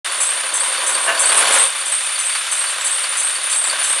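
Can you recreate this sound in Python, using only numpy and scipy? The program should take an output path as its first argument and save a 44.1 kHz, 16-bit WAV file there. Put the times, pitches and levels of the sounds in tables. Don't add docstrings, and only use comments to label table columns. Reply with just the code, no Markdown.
import sys
import numpy as np
from scipy import signal
from scipy.fft import rfft, irfft
from scipy.io import wavfile
from scipy.ndimage import uniform_filter1d

SR = 44100
rng = np.random.default_rng(int(sys.argv[2]) if len(sys.argv) > 2 else 0)


def persist_wave(psi):
    counts = np.round(np.clip(psi, -1, 1) * 32767).astype(np.int16)
    wavfile.write(sys.argv[1], SR, np.atleast_2d(counts).T)


N = 176400
TIME = np.arange(N) / SR
CYCLE_HZ = 11.633
CYCLES = int(N / SR * CYCLE_HZ) + 1

# place in the cycle from 0 to 1, then thump, knock and clatter in dB.
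FIRINGS = [(.03, -4, -6.5, 2), (.19, -7, -10, -11), (.345, -4, -6, 5.5), (.51, -8, -8, -3),
           (.69, -4, -5.5, 4), (.85, -5.5, -12, -3.5)]
# frequency in Hz, gain in dB.
EXHAUST_SPECTRUM = [(100, -45), (280, -21.5), (360, -12.5), (470, -15), (545, -3.5), (610, -7), (760, -10),
                    (1200, -48.5)]
KNOCK_SPECTRUM = [(120, -79), (620, -6), (820, -5), (1000, 5), (1150, 3), (1330, -5.5), (1500, 5),
                  (1850, -5), (4000, -33)]
VALVE_SPECTRUM = [(130, -70), (500, -24.5), (1200, 2.5), (2300, 0), (3000, 1), (3250, -7.5), (3600, -1.5),
                  (4100, -4.5), (5200, -7.5), (7000, -11), (10000, -3), (13000, -29.5), (15500, -65)]
FAN_SPECTRUM = [(60, -72), (250, -29.5), (450, -24.5), (620, -4), (850, -8.5), (1100, -1.5), (2300, 3.5),
                (3600, 4), (5000, -6.5), (7000, -4), (10000, -14), (12500, -18.5), (15000, -59)]
BLOCK_MODES_HZ = [992, 1101, 1145, 1244, 1433, 1575, 1827]
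# time in seconds, bass and middle gain in dB, treble gain in dB.
ENGINE_LEVEL = [(0, -0.5, 1.5), (.45, -0.5, -.5), (.75, 3, 2), (1.05, 4.5, 1), (1.55, 8, -0.5),
                (1.72, -3, 0), (2.3, -9.5, 0.5), (2.8, -3, 1), (3.4, -5.5, 0), (3.56, -4.5, 2.5),
                (3.58, -6, -2), (3.62, -1.5, -3), (3.65, 0.5, 2), (3.75, 0.5, 2.5), (4, -2, 1.5)]
# time in seconds, level in dB.
PANEL_CLINKS = [(.088, -1), (.6, -3), (.772, 1), (.943, 2), (1.17, -0.5), (1.229, 3.5), (1.288, 5),
                (1.458, 5), (1.805, -1), (2.15, 1), (2.321, -1), (2.351, 1), (2.666, 2), (3.034, 2.5),
                (3.35, -4), (3.523, -1.5), (3.696, 4), (3.808, -1)]
# time in seconds, then catch, squeal and after-squeal in dB.
DRUM_TURNS = [(0.204, -1.5, -2, -9), (.538, -4.5, -1.5, -2.5), (0.863, -3.5, -2, -1), (1.194, -0.5, 3.5, 6),
              (1.522, -0.5, 5, -7), (1.858, -7, -1, -6), (2.188, -8, -2.5, -2), (2.514, -6.5, -3.5, -2.5),
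              (2.845, -4.5, -3, -1), (3.17, -4.5, -1, -3), (3.499, -3.5, 0.5, 1), (3.831, -4.5, 0, -2)]
# frequency and width in Hz, then level in dB in the catch,
# the squeal, the after-squeal and steady rubbing.
DRUM_MODES = [(6290, 230, -7, -26, -35, -20), (7600, 350, -3.5, -19, -4.5, -8.5),
              (7930, 170, -1, -20, -20, -15), (8280, 190, -15, -4.5, 3, -10),
              (8594, 110, -1.5, -6, 7, -3.5), (8930, 150, -4, 2.5, -12, -1.5), (9130, 260, 0.5, -3, 3.5, 3),
              (9400, 186, -2.5, -3.5, 6, 0), (9940, 430, 1, -25, 0, -8)]
# start in seconds, pitch in Hz, level in dB.
DRUM_CHIRPS = [(.115, 9750, 3.5), (.47, 9500, 0.5), (1.755, 10300, -5), (2.122, 9570, 3),
               (2.797, 7820, 2.5), (3.08, 9400, 4.5), (3.43, 9570, 2.5), (3.635, 7750, 3.5),
               (3.789, 9330, 7.5)]
# start in seconds, level in dB.
CLANKS = [(1.076, 0), (1.305, -10.5), (3.555, -22), (3.725, -13.5)]
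# frequency in Hz, level in dB, decay in seconds.
CLANK_MODES = [(669, 5, 0.086), (1540, 7.5, 0.039), (1720, 9, 0.044), (2226, -2, 0.029), (2780, 6.5, 0.046)]
# time in seconds, level in dB.
RUSH_LEVEL = [(1.0, -62), (1.1, -31), (1.24, -25.5), (1.31, -20.5), (1.47, -16.5), (1.57, -15.5),
              (1.66, -21.5), (1.72, -53)]
# frequency in Hz, gain in dB.
RUSH_SPECTRUM = [(110, -46), (250, -20), (400, -15.5), (530, -2.5), (770, -7), (1120, -2.5), (2000, -4.5),
                 (3500, -3), (5000, -13), (7000, -12.5), (10000, -2.5), (12000, -29.5), (15500, -39)]
# frequency in Hz, side gain in dB.
SIDE_SPECTRUM = [(700, -72), (1300, -66), (2000, -67), (3500, -17), (5000, -15.5), (9000, -12.5),
                 (13000, -11)]


def amp(db):
    return 10 ** (np.asarray(db) / 20)


def unit(x):
    return x / np.sqrt(np.mean(x ** 2) + 1e-20)


def noise(shape=N):
    return rng.standard_normal(shape)


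def add(mix, start_s, sound):
    part = mix[max(round(start_s * SR), 0):][:len(sound)]
    part += sound[:len(part)]


def level(points, column=1):
    points = np.array(points)
    return amp(np.interp(TIME, points[:, 0], points[:, column]))


def colour(x, spectrum):
    hz, db = np.transpose(spectrum)
    log_hz = np.log(np.fft.rfftfreq(N, 1 / SR) + 1)
    return irfft(rfft(x) * amp(np.interp(log_hz, np.log(hz), db)), N)


def ring(x, hz, width_hz):
    b, a = signal.iirpeak(hz, hz / (1.5 * width_hz), SR)
    return unit(signal.lfilter(b, a, signal.lfilter(b, a, x)))


def drift(rate_hz):
    return unit(irfft(rfft(noise()) * np.exp(-(np.fft.rfftfreq(N, 1 / SR) / rate_hz) ** 2), N))


def envelope(t, attack_s, hold_s, decay_s):
    return np.clip(t / attack_s, 0, 1) * np.exp(-np.maximum(t - attack_s - hold_s, 0) / decay_s)


def firings(spectrum, column, attack_s, decay_s, spread_db, repeat_share=2 / 3):
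    t, out = np.arange(4096) / SR, np.zeros(N)
    shape = envelope(t, attack_s, 0, decay_s)
    signatures = noise((len(FIRINGS), len(t)))
    for _ in range(4):
        flat = irfft(np.exp(1j * np.angle(rfft(signatures * shape))))
        signatures = flat / np.sqrt(abs(uniform_filter1d(flat ** 2, size=128)) + 1e-20)
    for cycle in range(CYCLES):
        for firing, signature in zip(FIRINGS, signatures):
            burst = np.sqrt(repeat_share) * signature + np.sqrt(1 - repeat_share) * noise(len(t))
            strength = amp(rng.normal(firing[column], spread_db))
            start_s = (cycle + firing[0]) / CYCLE_HZ + rng.normal(0, 4e-5)
            add(out, start_s, strength * burst * shape)
    return unit(colour(out, spectrum))


def engine():
    thump = amp(-41.5) * firings(EXHAUST_SPECTRUM, 1, 0.00747, 0.0165, spread_db=2, repeat_share=0.49)
    knock = amp(-32) * firings(KNOCK_SPECTRUM, 2, 0.0034, 0.0133, spread_db=1.6)
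    clatter = amp(-28.5) * firings(VALVE_SPECTRUM, 3, 0.00051, 0.026, spread_db=2.3)
    fan = amp(-28.5) * unit(colour(noise(), FAN_SPECTRUM))
    whine = amp(-38.5) * ring(noise(), hz=3558, width_hz=135)
    block = amp(-48.5) * sum(ring(knock, hz, width_hz=23.5) for hz in BLOCK_MODES_HZ)
    body = (thump + knock + block) * level(ENGINE_LEVEL, column=1)
    treble = (clatter + fan + whine) * level(ENGINE_LEVEL, column=2)
    return body + treble


def exhaust_pipe(pitch_hz=550, sag_hz_per_s=590):
    t, out = np.arange(4096) / SR, np.zeros(N)
    for cycle in range(CYCLES):
        hz = pitch_hz * rng.normal(1, 0.015) - sag_hz_per_s * t
        hoot = np.sin(2 * np.pi * np.cumsum(hz) / SR) * envelope(t, 0.0096, 0.012, 0.019)
        add(out, (cycle + 0.0613) / CYCLE_HZ, hoot)
    return amp(-37.5) * out * level(ENGINE_LEVEL, column=1)


def loose_panel(spread_db=2):
    shake = np.zeros(N)
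    tap = envelope(np.arange(2048) / SR, 0.0006, 0.0076, 0.0054)
    for cycle in range(CYCLES):
        for place, *_ in FIRINGS[::2]:
            strength = amp(-spread_db * np.clip(rng.normal(), -2, 2))
            add(shake, (cycle + place) / CYCLE_HZ, strength * tap)
    hits = sum(amp(db) * envelope(TIME - s + 0.00097, 0.001, 0.015, 0.0063) for s, db in PANEL_CLINKS)
    rattle = amp(-39.5) * ring(shake * noise(), hz=4507, width_hz=150)
    clinks = amp(-38.5) * ring(hits * noise(), hz=4525, width_hz=160)
    return rattle + clinks


def drum(squeal_delay_s=0.058, after_delay_s=0.1503):
    catch, squeal, after, whistles = np.zeros((4, N))
    for s, catch_db, squeal_db, after_db in DRUM_TURNS:
        t = TIME - s
        catch += amp(catch_db) * envelope(t + 0.0043, 0.0071, 0.027, 0.035)
        squeal += amp(squeal_db) * envelope(t - squeal_delay_s, 0.0079, 0.086, 0.016)
        after += amp(after_db) * envelope(t - after_delay_s, 0.031, 0.028, 0.011)
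        add(whistles, s + squeal_delay_s, amp(squeal_db) * drum_whistle())
    return (whistles
            + amp(-14) * catch * rubbing(grain_db=2, flutter_db=3.5, column=2)
            + amp(-22) * squeal * rubbing(grain_db=6.5, flutter_db=0, column=3)
            + amp(-21) * after * rubbing(grain_db=3, flutter_db=3, column=4)
            + amp(-26.5 + 1.5 * np.tanh(drift(19))) * rubbing(grain_db=1, flutter_db=5.5, column=5))


def rubbing(grain_db, flutter_db, column):
    slips = amp(grain_db * np.tanh(drift(440)))
    out = np.zeros(N)
    for mode in DRUM_MODES:
        gain = amp(mode[column] + flutter_db * np.tanh(drift(20)))
        out += gain * ring(slips * noise(), hz=mode[0], width_hz=mode[1])
    return unit(out)


def drum_whistle(pitch_hz=8100, rise_hz_per_s=4800, width_hz=106):
    t = np.arange(8192) / SR
    stutter = signal.sosfilt(signal.butter(2, width_hz / 2, fs=SR, output="sos"), noise((2, len(t))))
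    phase = 2 * np.pi * np.cumsum(rng.normal(pitch_hz, 50) + rise_hz_per_s * t) / SR
    tone = unit(stutter[0] * np.cos(phase) + stutter[1] * np.sin(phase))
    whistle = amp(-21.5) * envelope(t, 0.0039, 0.028, 0.046) * tone
    bite = amp(-23) * envelope(t, 0.0018, 0.045, 0.0089) * ring(noise(len(t)), hz=8470, width_hz=180)
    return whistle + bite


def drum_chirps():
    return amp(-26.5) * sum(
        amp(db) * envelope(TIME - s, 0.008, 0.02, 0.018) * ring(noise(), hz, width_hz=190)
        for s, hz, db in DRUM_CHIRPS)


def clank(start_s, strength_db):
    t, modes = TIME - start_s, np.zeros(N)
    jar = noise() * envelope(t, 0.0041, 0.018, 0.026)
    crunch = colour(jar, [(90, -38), (620, 6), (790, -2.5), (1000, 7),
                          (2900, 1.5), (3600, -11), (8000, -51)])
    for hz, db, decay_s in CLANK_MODES:
        phase = 2 * np.pi * np.cumsum(hz * (1 + 0.0139 * drift(80))) / SR
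        modes += amp(db) * np.sin(phase) * envelope(t, 0.0063, 0.016, decay_s)
    return amp(strength_db) * (amp(-29) * modes + amp(-12) * crunch)


def rush(grain_db=2):
    grit = noise() * amp(grain_db * drift(190))
    return level(RUSH_LEVEL) * unit(colour(grit, RUSH_SPECTRUM))


def wind(gust_db=5):
    rumble = colour(noise(), [(110, 0), (1000, -60)])
    return amp(-80) * unit(rumble * amp(gust_db * drift(8)))


def scene():
    mid = engine() + exhaust_pipe() + loose_panel() + drum() + drum_chirps()
    mid += sum(clank(s, db) for s, db in CLANKS) + rush() + wind()
    scatter = noise(600) * (np.arange(600) > 60)
    scattered = signal.fftconvolve(mid, scatter / np.linalg.norm(scatter))[:N]
    side = colour(scattered, SIDE_SPECTRUM)
    return np.array([mid + side, mid - side])


def record(dry, start_s=0.045, ceiling=0.93, cutoff_hz=15400):
    opened = dry * np.clip((TIME - start_s) / 0.003, 0, 1)
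    rumble = signal.lfilter(*signal.butter(2, [12, 150], "band", fs=SR), opened ** 2)
    bent = opened + amp(-43) * rumble
    rounded = bent / (1 + (bent / ceiling) ** 8) ** (1 / 8)
    lowpass = signal.firwin(511, cutoff_hz, window=("kaiser", 9), fs=SR)
    return signal.oaconvolve(rounded, lowpass[None], "same")


dry = scene()
out = record(dry)
persist_wave(out)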